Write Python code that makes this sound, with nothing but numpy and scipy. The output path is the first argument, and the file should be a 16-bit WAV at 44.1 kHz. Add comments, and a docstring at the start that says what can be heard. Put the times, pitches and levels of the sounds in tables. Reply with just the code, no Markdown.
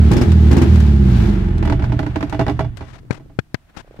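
"""A four-cylinder engine drones and whirrs, heard from the seat of a stripped car in a garage.
It catches in two short bursts of firing and runs down, its orders sliding through the cabin's
resonances while bare panels ring. As it stalls, the shaking drivetrain clunks against the body.
Then fingers rub and knock on the left microphone, something creaks softly and cloth rustles."""
import sys
import numpy as np
from scipy import signal
from scipy.fft import rfft, irfft
from scipy.io import wavfile

SR = 44100
rng = np.random.default_rng(int(sys.argv[2]) if len(sys.argv) > 2 else 0)


def log_audio(samples):
    """Write samples as a 16-bit WAV file to the path given in sys.argv[1]."""
    # one column per channel
    frames = np.atleast_2d(samples).T
    # limit to full scale, then quantise
    limited = np.clip(frames, -1, 1)
    pcm = np.round(limited * 32767).astype(np.int16)
    wavfile.write(sys.argv[1], SR, pcm)


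N = 176400
TIME_S = np.arange(N) / SR
RING_S, SHORT_S = TIME_S[:16384], TIME_S[:4096]  # time axes of single events
BINS_HZ = np.fft.rfftfreq(N, 1 / SR)


def amp(db):
    """Decibels to gain."""
    return 10 ** (np.asarray(db) / 20)


def unit(x):
    """Scales to rms 1."""
    return x / np.sqrt(np.mean(x ** 2) + 1e-20)


def curve(rows, column=1):
    """One column of a time table at every sample."""
    rows = np.array(rows)
    return np.interp(TIME_S, rows[:, 0], rows[:, column])


def at_hz(table, hz):
    """Interpolates on a log-frequency axis."""
    knots_hz, values = np.transpose(table)
    return np.interp(np.log(hz + 1), np.log(knots_hz + 1), values)


def add(mix, start_s, sound):
    """Mixes a sound in at a time."""
    part = mix[:, max(round(start_s * SR), 0):][:, :sound.shape[-1]]
    part += sound[..., :part.shape[1]]


def pan(side_db):
    """Left and right gains for a level difference."""
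    return amp(np.array([[.5], [-.5]]) * side_db)


def pan_bands(x, table):
    """Leans a sound left or right by frequency."""
    return irfft(rfft(x) * pan(at_hz(table, BINS_HZ)), N)


# likeness of the two ears (frequency [Hz], coherence [0-1])
COHERENCE = [(60, 1), (150, 0.67), (300, 0.45), (700, 0.29), (1500, 0), (4000, 0), (15000, 0)]

def noise(spectrum, size=N):
    """Coloured stereo noise of rms 1, alike in the bass."""
    hz = np.fft.rfftfreq(size, 1 / SR)
    coherence = np.clip(at_hz(COHERENCE, hz), -1, 1)
    mid, side = rfft(rng.standard_normal((2, size))) * np.sqrt([1 + coherence, 1 - coherence])
    skirts = np.minimum(hz / spectrum[0][0], 1) ** 2 / np.maximum(hz / spectrum[-1][0], 1) ** 2
    return unit(irfft(np.array([mid + side, mid - side]) * amp(at_hz(spectrum, hz)) * skirts, size))


def wander(rate_hz, size=N):
    """Straight glides between random values."""
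    knots = rng.standard_normal(512)
    return np.interp(TIME_S[:size] * rate_hz, np.arange(len(knots)), knots)


def burst(spectrum, decays, attack_s):
    """Noise burst in which each band dies at its own speed."""
    bins = rfft(noise(spectrum, len(RING_S)))
    hz = np.fft.rfftfreq(len(RING_S), 1 / SR)
    centres_hz, t60s = np.transpose(decays)
    out = 0
    for t60_s, weights in zip(t60s, np.eye(len(decays))):
        band = at_hz(list(zip(centres_hz, weights)), hz)
        out += irfft(bins * band) * amp(-60 * RING_S / t60_s)
    return out * np.minimum(RING_S / attack_s, 1)


def ring(modes, detune):
    """Damped modes, struck a little differently each time."""
    out = 0
    for hz, db, t60_s in modes:
        gain, stretch = 1 + rng.standard_normal(2) * (.023, detune)
        out += gain * amp(db - 60 * RING_S / t60_s) * np.sin(2 * np.pi * hz * stretch * RING_S)
    return out


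# crankshaft (time [s], speed [turns/s])
CRANK_SPEED = [(0, 39), (.12, 35.6), (.25, 43.4), (.31, 41), (.51, 36.5), (.66, 38.5), (.74, 40.4),
               (.81, 37.3), (.96, 34.7), (1.08, 31.6), (1.306, 25.6), (1.5, 21.7), (1.756, 17),
               (1.86, 15.6), (2.2, 11.7), (2.7, 8.4)]
# drone envelope (time [s], level [dB])
DRONE_LEVEL = [(0, -8), (.09, -9), (.13, -16.5), (.25, -25), (.28, -10), (.49, -8), (.53, -15), (.65, -27),
               (.69, -8), (.95, -10), (1.15, -9), (1.45, -13.5), (1.74, -13.5), (1.95, -15.5), (2.3, -26.5),
               (2.7, -25), (2.85, -38), (3.1, -51)]
# engine orders (multiple of crank speed [1], level [dB])
ORDERS = [(1, -41.5), (1.5, -42), (2, 0.5), (2.5, -10), (3, -10.5), (3.5, -33), (4, -5), (4.5, -16),
          (5, -14), (5.5, -23.5), (6, -9), (6.5, -16), (7, -27.5), (7.5, -16.5), (8, -10.5), (9, -16),
          (10, -33.5), (11, -14), (12, -23), (14, -20), (16, -20)]
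# cabin response (frequency [Hz], gain [dB])
CABIN_RESPONSE = [(18, -18.5), (30, -17), (36, -9), (46, -6.5), (60, -5.5), (74, -0.5), (85, 0), (98, -8.5),
                  (108, -2.5), (119, 1.5), (135, -5), (152, -9.5), (172, -4.5), (200, 4), (235, -7),
                  (265, -15.5), (295, -25), (335, -16), (420, -20), (600, -30.5)]

def drone(speed_hz, turns, waver_depth=.11, chug_depth=.18, shake_db=-21):
    """Whole orders line up into chugs, rougher at low speed; the cabin colours them and the shaking."""
    orders = 0
    for order, db in ORDERS:
        scatter_cycles = rng.random() * (1 if order % 1 else .35)
        lag_cycles = .55 * np.log2(order)  # delay in the cabin
        waver = waver_depth * wander(13) * (.2 if order == 2 else 1)
        phase = 2 * np.pi * (order * turns + scatter_cycles - lag_cycles) + waver
        orders += amp(db + at_hz(CABIN_RESPONSE, order * speed_hz)) * (1 + waver) * np.cos(phase)
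    unevenness = 1 + chug_depth * (1 - speed_hz / speed_hz.max()) * wander(45)
    shake = amp(shake_db) * noise(CABIN_RESPONSE)
    return amp(curve(DRONE_LEVEL)) * (np.sqrt(2) * orders * unevenness + shake)


# panel envelope (time [s], level [dB])
PANEL_ENVELOPE = [(0, -39), (.09, -26), (.14, -15.5), (.25, -22), (.34, -31.5), (.48, -25.5), (.53, -18.5),
                  (.66, -20.5), (.76, -30.5), (.97, -25.5), (1.12, -28), (1.31, -23), (1.45, -30.5),
                  (1.58, -28), (1.9, -38), (2.7, -48), (2.9, -79)]
# panel resonances (frequency [Hz], half-width [Hz], gain [dB])
PANEL_MODES = [(308, 44, -6.5), (337.3, 24, 2.5), (416.6, 11, -7), (477, 5.5, -16.5), (837, 23, -15.5),
               (2350, 92, -40), (2916, 36, -27.5), (3330, 48, -35.5), (3480, 32, -33.5), (5340, 100, -50.5)]

def panels():
    """Bare panels ring at their own pitches while the engine shakes them."""
    response = sum(amp(db) / (1 + ((BINS_HZ - hz) / width_hz) ** 2) for hz, width_hz, db in PANEL_MODES)
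    shake = noise([(200, .022), (8000, .029)])
    return amp(curve(PANEL_ENVELOPE)) * unit(irfft(rfft(shake) * response, N))


# whirr envelopes (time [s], mid level [dB], treble level [dB])
WHIRR_LEVELS = [(0, -36.5, -47), (.1, -35, -43.5), (.2, -33.5, -42), (.42, -37, -45), (.6, -33, -42.5),
                (.8, -35.5, -42), (1, -39.5, -48.5), (1.15, -33, -41.5), (1.28, -34, -43),
                (1.38, -36.5, -50.5), (1.52, -41, -57.5), (1.9, -41.5, -63), (2.55, -46, -57.5),
                (2.75, -55.5, -83), (3.1, -72.5, -88), (4, -58, -71)]
# mid band (frequency [Hz], level [dB])
WHIRR_MID_SPECTRUM = [(150, -36.5), (400, -18.5), (600, 2), (850, 0.5), (1100, -4), (1600, -3),
                      (2500, -8.5), (3600, -15), (5000, -25.5)]
# treble band (frequency [Hz], level [dB])
WHIRR_TREBLE_SPECTRUM = [(2500, 0.5), (4000, 3), (5500, -2.5), (7500, -8.5), (10000, -14.5), (14500, -15.5),
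                         (16000, -17)]

def whirr(turns, pulse_depth=.11):
    """Valve and belt noise that pulses twice a turn."""
    pulse = unit(1 + pulse_depth * np.cos(2 * np.pi * 2 * turns) + .1 * wander(110))
    mid = amp(curve(WHIRR_LEVELS)) * noise(WHIRR_MID_SPECTRUM)
    treble = amp(curve(WHIRR_LEVELS, column=2)) * noise(WHIRR_TREBLE_SPECTRUM)
    return pulse * (mid + treble)


# garage rumble (frequency [Hz], level [dB])
RUMBLE_SPECTRUM = [(30, 6), (70, -2), (125, 4), (200, -7), (300, -7), (550, -28), (1400, -28.5),
                   (3000, -42.5), (6000, -49.5), (15000, -58)]
# rumble envelope (time [s], level [dB])
RUMBLE_LEVEL = [(0, -39), (2.8, -46.5), (3.2, -39.5), (3.45, -52.5), (3.65, -57.5), (4, -47)]

def background(hiss_db=-68.5):
    """Low garage rumble and steady microphone hiss."""
    rumble = amp(curve(RUMBLE_LEVEL)) * noise(RUMBLE_SPECTRUM)
    return rumble + amp(hiss_db) * noise([(2000, 11.5), (15000, -1)])


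# cylinder firings (time [s], level [dB])
FIRING_EVENTS = [(.114, 3), (0.131, 0), (.166, 1), (0.18, -7), (.214, 1.5), (0.231, -5), (0.512, 1.5),
                 (.528, -0.5), (0.567, 1.5), (0.582, -3), (.616, 2.5), (.631, -5)]
# firing crack (frequency [Hz], level [dB])
FIRING_SPECTRUM = [(60, 7.5), (140, -0.5), (240, 3), (360, -30), (520, -18), (900, -17.5), (1800, -21),
                   (3500, -27), (6000, -29.5), (10000, -39.5), (15000, -43)]
# crack decay (frequency [Hz], T60 [s])
FIRING_DECAY = [(100, 0.17), (350, 0.41), (1000, 0.13), (4000, 0.076), (12000, 0.066)]
# low push (frequency [Hz], level [dB], T60 [s])
PUSH_MODES = [(81.8,-9.5,.14), (121,-5,0.064), (251,-15.5,0.1), (334.6,-18.5,0.33), (428,-32,0.14),
              (480,-50,0.21), (810,-31.5,0.11)]

def firings(crack_db=-11.5):
    """Each firing is a low push and a crack through the body."""
    out = np.zeros((2, N))
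    for start_s, db in FIRING_EVENTS:
        crack = amp(crack_db) * burst(FIRING_SPECTRUM, FIRING_DECAY, attack_s=.0029)
        push = -ring(PUSH_MODES, detune=.011)
        add(out, start_s, amp(db) * (crack + push))
    return out


# metal zings (time [s], level [dB])
ZING_EVENTS = [(.114, -39), (.166, -33), (.18, -28), (.213, -28), (.511, -47), (.582, -33)]
# loose part (frequency [Hz], level [dB], T60 [s])
METAL_MODES = [(4500, -20, 0.1), (5150, -9.5, 0.04), (5180, -5.5, 0.064), (5730, -22, 0.088),
               (6500, -18, .1)]

def zings():
    """A loose metal part rings along with some firings."""
    out = np.zeros((2, N))
    for start_s, db in ZING_EVENTS:
        add(out, start_s, amp(db) * np.array([ring(METAL_MODES, detune=.0065) for ear in range(2)]))
    return out


# fitting ticks (time [s], level [dB], left-right [dB])
TICK_EVENTS = [(.318, -26, 4), (.758, -28, 7), (0.803, -26, 1.5), (1.581, -35.5, 1.5), (1.655, -31.5, 3),
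               (1.839, -41, 3), (2.297, -39, 22), (2.771, -40, 24)]
# tick noise (frequency [Hz], level [dB])
TICK_SPECTRUM = [(300, 16), (1500, 13), (4500, 4.5), (8000, -1), (15000, -19)]

def ticks(decay_s=.0072):
    """Loose fittings tick lightly."""
    out = np.zeros((2, N))
    for start_s, db, side_db in TICK_EVENTS:
        tick = noise(TICK_SPECTRUM, len(SHORT_S)) * np.exp(-SHORT_S / decay_s)
        add(out, start_s, amp(db) * pan(side_db) * tick)
    return out


# drivetrain strikes (time [s], crack [dB], body ring [dB], ring tilt [dB/octave], boom [dB])
CLUNK_EVENTS = [(1.626,-4,-13,4,-24.5), (1.65,-6.5,-11,7,-21.5), (1.674,-4,-4.5,-0.5,-23.5),
                (1.698,-.5,-2.5,-2,-11.5), (1.723,-1.5,-5,2.5,-14), (1.794,-10,-17,6,-20.5),
                (1.822,-7.5,-8,-3,-24.5), (1.841,-5,-13,2,-38), (1.896,-18,-10,-4,-30),
                (1.921,-5.5,-11,1.5,-16), (1.938,-20,-13,-6,-25), (1.991,-0.5,-4,1,-15),
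                (2.029,-9,-12.5,1,-19), (2.064,-6,-8.5,-3.5,-16), (2.158,-1,-5.5,2.5,-13.5),
                (2.207,-6,-10.5,-4.5,-27), (2.227,-2,-7,-1.5,-13), (2.325,-3,-6.5,4,-18.5),
                (2.345,-7.5,-7.5,0.5,-22), (2.393,2,3.5,1,-16), (2.411,-2.5,-3,3,-16),
                (2.465,-4,-1.5,0,-31), (2.481,-1.5,2,1,-16.5), (2.496,-2,-3.5,1.5,-13.5),
                (2.592,-0.5,1,2,-24.5), (2.606,-5.5,-1.5,0.5,-33), (2.645,-14.5,-16.5,3,-27),
                (2.808,-12.5,-15.5,-0.5,-31.5), (2.823,-23,-19.5,5,-35), (2.955,-31,-29,4.5,-47.5),
                (3.1,-33,-15.5,0.5,-37), (3.197,-30,-26.5,2,-40.5), (3.297,-35,-29,0,-45)]
# strike crack (frequency [Hz], level [dB])
CLUNK_SPECTRUM = [(80, 5.5), (200, -3), (330, 4.5), (500, -8), (700, -4.5), (900, 4), (1150, -11.5),
                  (1450, -5.5), (2100, -13.5), (3000, -20.5), (5000, -26.5), (8000, -39), (15000, -50.5)]
# crack decay (frequency [Hz], T60 [s])
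CLUNK_DECAY = [(100, 0.83), (350, 0.085), (800, 0.072), (2000, 0.092), (5000, 0.13), (12000, 0.12)]
# bare car body (frequency [Hz], level [dB], T60 [s])
SHELL_MODES = [(71.43,-35.5,.5), (119.73,-20.5,0.67), (148.5,-21.5,0.23), (212.7,-33.5,0.39),
               (399.3,-24,0.16), (526,-30.5,0.15), (650.2,-19.5,.13), (707,-32.5,0.15), (818.6,-22,0.091),
               (892,-28.5,0.049), (1020.8,-43,0.13), (1140,-38,0.15), (1333,-34,0.065), (1472,-29.5,0.036),
               (1980,-37.5,0.11), (2310,-45.5,.13), (2840,-49,0.17), (3450,-55,0.31)]
# clunk balance (frequency [Hz], left-right [dB])
CLUNK_PAN = [(60, -4), (300, -4.5), (700, -3), (1300, -0.5), (2400, -6.5), (8000, 3.5)]

def clunks(crack_trim_db=-18.5, pivot_hz=400, boom_hz=291.6, boom_t60_s=.1):
    """The rocking drivetrain strikes with a crack; the body rings and chatters, the floor pan booms."""
    out = np.zeros((2, N))
    snap = 1 + .68 * np.exp(-(RING_S / .0057) ** 2)
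    body_swell = 1 - np.exp(-RING_S / .0019)
    boom_swell = 2 * (1 - np.exp(-RING_S / .005)) ** 2
    for start_s, crack_db, ring_db, tilt, boom_db in CLUNK_EVENTS:
        crack = amp(crack_db + crack_trim_db) * burst(CLUNK_SPECTRUM, CLUNK_DECAY, attack_s=.00081)
        boom = ring([(boom_hz, boom_db, boom_t60_s)], detune=.021) * boom_swell
        modes = [(hz, db + tilt * np.log2(hz / pivot_hz), t60_s) for hz, db, t60_s in SHELL_MODES]
        body = amp(ring_db) * ring(modes, detune=.0097) * body_swell
        chatter = 1 + .25 * wander(160, len(RING_S))
        add(out, start_s, crack * snap + body * chatter + boom)
    return pan_bands(out, CLUNK_PAN)


# finger slides (time [s], length [s], level [dB])
RUB_EVENTS = [(2.768, 0.092, -43.5), (2.866, 0.055, -40.5), (2.928, 0.045, -40), (2.984, 0.012, -40),
              (3.125, 0.0078, -24.5), (3.145, 0.0095, -28.5), (3.161, 0.022, -39.5), (3.77, 0.0053, -23.5),
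              (3.776, 0.037, -34)]
# friction noise (frequency [Hz], level [dB])
FRICTION_SPECTRUM = [(60, 12.5), (200, 7.5), (600, 3), (1700, 1), (3000, -6.5), (6000, -13.5),
                     (9000, -22.5), (15000, -40)]

def finger_rubs(edge_s=.015, flicker_db=1.6):
    """Skin slides over the microphone's case."""
    envelope = 0
    for start_s, length_s, db in RUB_EVENTS:
        inside_s = np.minimum(TIME_S - start_s, start_s + length_s - TIME_S)
        envelope += amp(db) * np.clip(inside_s / edge_s + .5, 0, 1)
    return envelope * amp(flicker_db * wander(140)) * noise(FRICTION_SPECTRUM)


# creak slips (time [s], pitch [Hz], level [dB], left-right [dB])
SLIP_EVENTS = [(3.032, 376, -47, 26), (3.051, 342, -44, 20), (3.076, 340, -54, 16), (3.179, 300, -32, 10),
               (3.207, 269, -34, 11), (3.26, 343, -41, 19), (3.846, 540, -41, -6), (3.877, 560, -40, -3),
               (3.91, 443, -32, -5), (3.943, 520, -35.5, -4), (3.962, 585, -40, -5), (3.989, 583, -40, -16)]

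def creaks(rise_s=.00093, grit=.087):
    """Something creaks in short slips, each a gritty pulse of tone."""
    out = np.zeros((2, N))
    envelope = SHORT_S / rise_s * np.exp(1 - SHORT_S / rise_s)
    for start_s, hz, db, side_db in SLIP_EVENTS:
        slip = np.sin(2 * np.pi * hz * SHORT_S) + grit * noise(FRICTION_SPECTRUM, len(SHORT_S))
        add(out, start_s, amp(db) * pan(side_db) * slip * envelope)
    return out


# finger knocks (time [s], push [dB], scrape [dB])
KNOCK_EVENTS = [(3.108, -0.5, -14), (3.3896, 0, -14), (3.5445, -5.5, -15.5), (3.9925, -17.5, -40)]
# skin scrape (frequency [Hz], level [dB])
SCRAPE_SPECTRUM = [(150, -3), (600, -6.5), (1100, -3), (1550, 2.5), (2500, -10), (3600, -14), (4600, -14),
                   (6000, -21.5), (9000, -30), (15000, -61)]

def finger_knocks(lead_s=.003, press_s=.00033, rebound_hz=110, decay_s=.0051):
    """A finger presses the microphone port shut, it rebounds, and skin scrapes the case."""
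    out = np.zeros((2, N))
    t = SHORT_S - lead_s
    after_s = np.maximum(t - press_s, 0)
    press = 1 / np.cosh(np.minimum(abs(t) / press_s, 20))
    rebound = .73 * np.sin(2 * np.pi * rebound_hz * after_s) * np.exp(-after_s / decay_s)
    for time_s, push_db, scrape_db in KNOCK_EVENTS:
        scrape = noise(SCRAPE_SPECTRUM, len(t))[0] * (t > 0) * np.exp(-(after_s / decay_s) ** 1.3)
        add(out, time_s - lead_s, amp(push_db) * (rebound - press) + amp(scrape_db) * scrape)
    return out


# clothing rustles (time [s], level [dB])
RUSTLE_EVENTS = [(3.298, -73), (3.619, -62), (3.699, -51), (3.753, -50), (3.88, -55.5), (3.97, -49)]
# cloth noise (frequency [Hz], level [dB])
CLOTH_SPECTRUM = [(300, 9.5), (700, -1), (1500, 1), (3500, -11), (6000, -22), (12000, -26)]

def rustles(width_s=.01):
    """Cloth rustles in faint, brief swells."""
    envelope = sum(amp(db) * np.exp(-((TIME_S - peak_s) / width_s) ** 2) for peak_s, db in RUSTLE_EVENTS)
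    return envelope * noise(CLOTH_SPECTRUM)


# engine balance (frequency [Hz], left-right [dB])
ENGINE_PAN = [(60, -2.5), (200, -1.8), (400, 1), (700, -2), (1300, 6), (2400, 2.5), (4400, 1), (8000, 6.5),
              (15000, -0.5)]

def scene(low_cut_hz=60, right_leak_db=-55):
    """Engine, clunks, small sounds and handling over the garage's rumble."""
    speed_hz = curve(CRANK_SPEED)
    turns = np.cumsum(speed_hz) / SR
    running = drone(speed_hz, turns) + panels() + whirr(turns)
    low_cut = signal.butter(2, low_cut_hz, "high", fs=SR, output="sos")
    catching = signal.sosfilt(low_cut, firings() + zings())
    engine = pan_bands(running + catching, ENGINE_PAN)
    handling = (finger_rubs() + finger_knocks()) * amp([[0], [right_leak_db]])
    return engine + background() + ticks() + clunks() + handling + creaks() + rustles()


def record(dry, knee=.52, headroom=.49, cutoff_hz=15800):
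    """Soft overload on the peaks, then a low-pass."""
    held = np.clip(dry, -knee, knee)
    saturated = held + headroom * np.tanh((dry - held) / headroom)
    low_pass = signal.firwin(511, cutoff_hz, window=("kaiser", 9), fs=SR)
    return signal.oaconvolve(saturated, low_pass[None], "same")


dry = scene()
out = record(dry)
log_audio(out)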